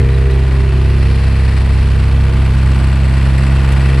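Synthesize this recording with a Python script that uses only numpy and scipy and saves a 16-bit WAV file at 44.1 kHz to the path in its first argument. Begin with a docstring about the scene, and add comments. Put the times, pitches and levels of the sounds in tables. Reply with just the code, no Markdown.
"""A heavy plate compactor pounds sandy ground in a building pit, a few metres away.
Its base plate thuds about 66 times a second and rocks, so that every other thud differs.
Grit crunches under it. The one-cylinder diesel engine runs at its own governed speed,
with exhaust throb, combustion knock, valve clatter and injector tick.
Panels and loose metal parts ring, the ground rumbles, and the pit walls spread the sound."""
import sys
import numpy as np
from scipy import signal
from scipy.fft import rfft, irfft, next_fast_len
from scipy.io import wavfile
from scipy.ndimage import uniform_filter1d

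SR = 44100
rng = np.random.default_rng(int(sys.argv[2]) if len(sys.argv) > 2 else 0)


def digitize_waveform(pressure):
    """Quantize a signal to 16-bit integers and store it at the path in sys.argv[1].

    Rows of a 2-D input are taken as channels; values are limited to [-1, 1].
    """
    field = np.atleast_2d(pressure).T
    bounded = np.clip(field, -1, 1)
    quanta = np.round(bounded * 32767).astype(np.int16)
    wavfile.write(sys.argv[1], SR, quanta)


N = 176400

# wall reflections (frequency [Hz], side minus mid [dB])
WALL_WIDTH = [(60, -5), (250, -17.5), (500, -17), (1000, -17), (2200, -12.5), (4000, -9), (8000, -0.5),
              (11000, -6), (12500, 1)]
# microphone balance (frequency [Hz], left minus right [dB])
BALANCE = [(60, -.6), (300, -.1), (700, -.1), (1200, 1), (2100, 2.2), (3700, -.6), (6600, .5), (12000, -.6)]

# spectra of ground and metal parts (frequency [Hz], relative spectral density [dB])
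RUMBLE_SPECTRUM = [(12, 8), (28, 3), (65, 15), (130, .5), (170, -5.5), (260, -1), (450, -8.5),
                   (1000, -30), (4000, -77)]
GRIT_SPECTRUM = [(100, -30.5), (250, 3), (400, 0.5), (600, 1), (1000, 2), (1500, -6.5), (2600, -1.5),
                 (3300, -5.5), (4800, -24.5), (6500, -21), (8500, -24.5), (11000, -25.5), (13000, -46)]
RING_SPECTRUM = [(1500, -60), (2450, -33), (2570, 0), (2615, 2), (2670, -9), (2740, 0.5), (2800, -32),
                 (4000, -56)]
CLACK_SPECTRUM = [(300, -15), (2000, 1), (6500, -9), (9000, -8), (12500, -12)]
PING_SPECTRUM = [(2500, -40), (3750, -6), (4000, 0), (4250, -15), (6000, -42)]
KNOCK_SPECTRUM = [(200, -6), (600, -3.5), (1200, 1), (1550, -1.5), (1950, 7.5), (2650, -5.5), (3100, -17.5),
                  (4200, -15), (5500, -24), (6600, -47), (8500, -23), (12000, -52)]
VALVE_SPECTRUM = [(200, -24), (600, 1), (1200, 1), (2000, 2), (2700, -3), (3200, -10), (4200, -2.5),
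                  (5400, -9.5), (6500, -24.5), (8000, -16.5), (10400, -16.5), (12000, -29)]
TICK_SPECTRUM = [(3000, -45), (6600, -44), (7000, -18), (7170, 4), (7330, -17), (7600, -16), (7850, 12.5),
                 (8100, -24), (8330, -17), (8490, 2.5), (8700, -4), (9500, -29), (9930, -29), (10100, -15),
                 (10300, -22), (10800, -19), (12500, -30)]
PANEL_SPECTRUM = [(250, -34), (500, -1.5), (660, -3), (780, -3.5), (920, 1.5), (1060, -4), (1230, 0.5),
                  (1350, -5.5), (1460, 1.5), (1800, -11), (4000, -34)]
# strength of grit, thin metal part and casing panels (time [s], level [dB])
GRIT_LEVEL = [(0, -34.5), (.9, -34.5), (1.6, -33.5), (2.3, -32.5), (3, -32.5), (3.4, -32), (3.75, -31),
              (4, -32)]
RING_LEVEL = [(0, -54), (.7, -43), (1.3, -44), (2, -45), (2.6, -46), (3.2, -44), (4, -40)]
PANEL_LEVEL = [(0, -39), (.6, -39), (.9, -39), (1.4, -47), (1.8, -39.5), (2.3, -35.5), (2.8, -34.5),
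               (3.3, -36.5), (3.75, -31.5), (4, -39)]
# strikes of loose metal (time [s], envelope peak [dB])
CLACKS = [(.308, -37), (2.582, -37), (3.381, -35), (3.722, -29)]
PINGS = [(.1, -38), (.142, -38), (.311, -38), (.436, -41), (.563, -38)]

# engine speed (time [s], firing rate [Hz])
FIRING_RATE = [(0, 23.73), (.8, 23.71), (1.3, 23.68), (2.3, 23.71), (3, 23.62), (4, 23.63)]
# exhaust tones (multiple of the firing rate, level [dB])
EXHAUST_HARMONICS = [(2, -27), (3, -42), (4, -35), (5, -35), (6, -40), (7, -43), (8, -42), (9, -39),
                     (10, -38), (11, -45), (12, -41), (13, -45), (14, -45)]
# impacts within one engine cycle (delay after firing [cycles], relative level [dB])
KNOCKS = [(0, 0), (.09, -2.5), (.27, -6), (.36, -6), (.6, -10), (.8, -11)]
VALVE_HITS = [(.02, -4), (.09, -4), (.25, -1), (.33, -1), (.44, -4), (.66, -5), (.8, -5), (.92, -8)]
TICKS = [(0, 0), (.07, -3), (.26, -5), (.36, -6)]
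PANEL_HITS = [(.04, 0), (.18, -4), (.32, 0), (.5, -2), (.68, -4), (.82, -2)]
# directivity as the machine turns (time [s], knock gain [dB], valve gain [dB])
FACING = [(0, -0.5, -4.5), (.5, -3.5, -3.5), (.85, -3, -1.5), (1.1, -4, 2), (1.5, -0.5, .5), (1.8, -5, -.5),
          (2.2, -5.5, -2), (2.75, -5, -0.5), (3, -1, -1), (3.4, 1, 0), (3.6, -1.5, -1.5), (3.72, 1, 1),
          (4, 0.5, -1)]
# the same for the injector (time [s], gain [dB])
TICK_FACING = [(0, -4.5), (1, -12.5), (1.4, -3), (2.2, -5.5), (2.7, 1), (3.5, 2), (4, -0.5)]

# speed of the plate's shaker (time [s], thud rate [Hz])
THUD_RATE = [(0, 66.27), (.4, 66.28), (1.1, 66.12), (1.7, 66.02), (2.05, 66.12), (2.5, 66.02),
             (2.85, 66.85), (3.05, 66.72), (3.5, 67.1), (3.75, 67.15), (4, 66.7)]
# partials of the thuds, and those rocking adds between them (multiple of the thud rate, level [dB])
THUD_HARMONICS = [(1, -10.5), (2, -17), (4, -39.5), (8, -48.5), (9, -53.5), (10, -45.5)]
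ROCKING_PARTIALS = [(.5, -30), (1.5, -19.5), (2.5, -36), (3.5, -35.5), (4.5, -43), (6.5, -44), (7.5, -47)]
# contact with the ground (time [s], gain of low rocking partials [dB], gain of thud overtones [dB])
GROUND_CONTACT = [(0, 6, 2), (.3, -9, 0), (.9, 2, -.5), (1.5, 0.5, -3), (2.1, 2, -1.5), (2.5, 0.5, 0.5),
                  (3, -3, 0.5), (3.4, -5.5, 2), (4, -14, 2.5)]
# drone of the body (time [s], then a level [dB] for each multiple of the thud rate below)
DRONE_LEVELS = [(0, -45, -39, -43, -27, -29), (.33, -36, -50, -33, -27.5, -31),
                (.55, -33, -47, -37.5, -31, -55), (.8, -31, -42, -30.5, -31, -51),
                (1.05, -30.5, -39, -34.5, -39, -36), (1.35, -33, -55, -43, -41, -35),
                (1.9, -30, -46, -42.5, -39.5, -41.5), (2.3, -32.5, -57, -35.5, -53, -36.5),
                (2.6, -27.5, -43.5, -37.5, -48, -62), (3.35, -27.5, -36.5, -44, -45.5, -47),
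                (4, -29.5, -33.5, -39, -36.5, -33)]
DRONE_MULTIPLES = (3, 5, 5.5, 6, 7)


def amp(db):
    """Amplitude ratio of a level in decibels."""
    return 10 ** (np.asarray(db) / 20)


def unit(x):
    """Normalisation to rms 1."""
    return x / np.sqrt(np.mean(x ** 2))


def curve(table, column=1):
    """Linear interpolation of a time table at every sample."""
    rows = np.array(table, float)
    return np.interp(np.arange(N) / SR, rows[:, 0], rows[:, column])


def colour(x, spectrum):
    """Zero-phase filtering by a table of (frequency [Hz], gain [dB])."""
    hz, db = np.array(spectrum, float).T
    size = next_fast_len(N + 8192)
    bin_hz = np.maximum(np.arange(size // 2 + 1) * SR / size, 1)
    gain = amp(np.interp(np.log(bin_hz), np.log(hz), db))
    return irfft(rfft(x, size) * gain, size)[..., :N]


def walk(rate_hz):
    """Smooth random fluctuation of rms 1."""
    knots = rng.standard_normal(1024)
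    path = np.interp(np.arange(N) / SR * rate_hz, np.arange(len(knots)), knots)
    return unit(uniform_filter1d(path, 200))


def spread(pair, spectrum):
    """Decorrelation: two unrelated signals serve as direct sound (mid) and wall reflections (side)."""
    mid, side = colour(pair, spectrum)
    return unit(mid) + colour(unit(side), WALL_WIDTH) * np.array([[1], [-1]])


def ground_rumble():
    """Random vibration of the ground: noise with its energy at low frequencies."""
    return amp(-27.5) * spread(rng.standard_normal((2, N)), RUMBLE_SPECTRUM)


def thin_metal(shake):
    """Resonance: continual shaking keeps a thin part ringing in a narrow band."""
    return amp(curve(RING_LEVEL)) * spread(shake * rng.standard_normal((2, N)), RING_SPECTRUM)


def loose_metal(strikes, spectrum, decay_s):
    """Damped free vibration: each strike of a loose part decays exponentially."""
    t = np.arange(N) / SR
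    envelope = sum(amp(db) * (t > at) * np.exp(-np.abs(t - at) / decay_s) for at, db in strikes)
    return envelope * spread(rng.standard_normal((2, N)), spectrum)


def clatter(cycles, shake, impacts, spectrum, ring_s, rattle_share):
    """Impulse response: each impact of the cycle rings the casing its own way, with some loose rattle."""
    rise_s, jitter_s, scatter_db = .00033, .000025, 1.3
    age = np.arange(4096) / SR
    fade = np.exp(-age / ring_s) * (1 - np.exp(-age / rise_s))
    rings, power = 0, 0
    for delay, db in impacts:
        due = np.arange(np.floor(cycles[-1]) + 1) + delay
        timing, strength = rng.standard_normal((128, 2))[:len(due)].T
        at = np.interp(due, cycles, np.arange(N)) + jitter_s * SR * timing
        at = np.clip(at, 0, N - 1).astype(int)
        hits = np.zeros(N)
        hits[at] = amp(db + scatter_db * strength) * shake[at]
        response = fade * rng.standard_normal((2, len(age)))
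        rings = rings + signal.oaconvolve(hits[None], response, axes=1)[:, :N]
        power = power + hits ** 2
    envelope = np.sqrt(np.abs(signal.oaconvolve(power, fade ** 2)[:N]))
    rattle = envelope * rng.standard_normal((2, N))
    mix = np.sqrt(1 - rattle_share) * unit(rings) + np.sqrt(rattle_share) * unit(rattle)
    return spread(mix, spectrum)


def engine_casing(cycles, shake):
    """Structure-borne sound: the casing radiates knock, valve and injector impacts and panel ringing."""
    knock = clatter(cycles, shake, KNOCKS, KNOCK_SPECTRUM, ring_s=.0095, rattle_share=.08)
    valves = clatter(cycles, shake, VALVE_HITS, VALVE_SPECTRUM, ring_s=.011, rattle_share=.2)
    injector = clatter(cycles, shake, TICKS, TICK_SPECTRUM, ring_s=.0064, rattle_share=.083)
    panels = clatter(cycles, shake, PANEL_HITS, PANEL_SPECTRUM, ring_s=.009, rattle_share=.1)
    return (amp(-34 + curve(FACING)) * knock
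            + amp(-33.5 + curve(FACING, column=2)) * valves
            + amp(-53 + curve(TICK_FACING)) * injector
            + amp(curve(PANEL_LEVEL)) * panels)


def exhaust(cycles):
    """Periodic flow: the silencer throbs at harmonics of the firing rate."""
    return np.sqrt(2) * sum(amp(db + walk(8.9)) * np.sin(2 * np.pi * (k * cycles + rng.random()))
                            for k, db in EXHAUST_HARMONICS)


def grit(turns):
    """Shot noise: grains of sand and gravel crack at random, pulsing in level with the thuds."""
    grains_per_s, scatter_db, pulse_db = 3000, 1.5, -4
    grains = (rng.random((2, N)) < grains_per_s / SR) * rng.choice([-1, 1], (2, N))
    strength = amp(scatter_db * np.minimum(rng.exponential(size=(2, N)), 5))
    pulse = amp(pulse_db * np.cos(2 * np.pi * (turns - .15)))
    return spread(grains * strength * pulse, GRIT_SPECTRUM) * amp(curve(GRIT_LEVEL))


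def base_plate(turns):
    """Period doubling: rocking adds half-integer partials to the thuds' harmonics; the body drones."""
    angle = 2 * np.pi * (turns + .0035 * walk(45))
    rocking_db = curve(GROUND_CONTACT) + .4 * walk(54)
    hardness_db = curve(GROUND_CONTACT, column=2) + .37 * walk(24.7)
    waver = lambda k: amp(.14 * k * walk(16))  # higher partials are less steady
    thuds = sum(amp(db + hardness_db * (k > 1)) * waver(k) * np.cos(k * angle)
                for k, db in THUD_HARMONICS)
    rocking = sum(amp(db + rocking_db * (k < 4)) * waver(k) * np.sin(k * angle)
                  for k, db in ROCKING_PARTIALS)
    drone = sum(amp(curve(DRONE_LEVELS, column) + 1.4 * walk(14)) * np.cos(k * angle)
                for column, k in enumerate(DRONE_MULTIPLES, 1))
    return -np.sqrt(2) * (thuds + rocking + drone)


def scene():
    """Superposition: plate and engine, each at its own speed, sound over the rumble of the ground."""
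    thud_hz, firing_hz = curve(THUD_RATE), curve(FIRING_RATE)
    first_thud_s, first_firing_s = .00487, .0012
    turns = np.cumsum(thud_hz) / SR - first_thud_s * thud_hz[0]
    cycles = np.cumsum(firing_hz) / SR - first_firing_s * firing_hz[0]
    # the shaking peaks once per rocking cycle (two thuds) and surges at random
    shake_db, lag_cycles, surge_db = 1.4, .85, .55
    shake = amp(shake_db * np.cos(2 * np.pi * (turns / 2 - lag_cycles)) + surge_db * walk(12))
    casing = engine_casing(cycles, shake)
    clacks = loose_metal(CLACKS, CLACK_SPECTRUM, decay_s=.008)
    pings = loose_metal(PINGS, PING_SPECTRUM, decay_s=.014)
    return (ground_rumble() + base_plate(turns) + exhaust(cycles) + casing
            + grit(turns) + clacks + pings + thin_metal(shake))


def record(dry):
    """Frequency response: two microphones differ a little in colour, and a low-pass cuts the top."""
    pair = np.array([colour(channel, [(hz, side * db / 2) for hz, db in BALANCE])
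                     for channel, side in zip(dry, (1, -1))])
    low_pass = signal.ellip(8, .2, 80, 11900, fs=SR, output="sos")
    return signal.sosfilt(low_pass, pair)


dry = scene()
out = record(dry)
digitize_waveform(out)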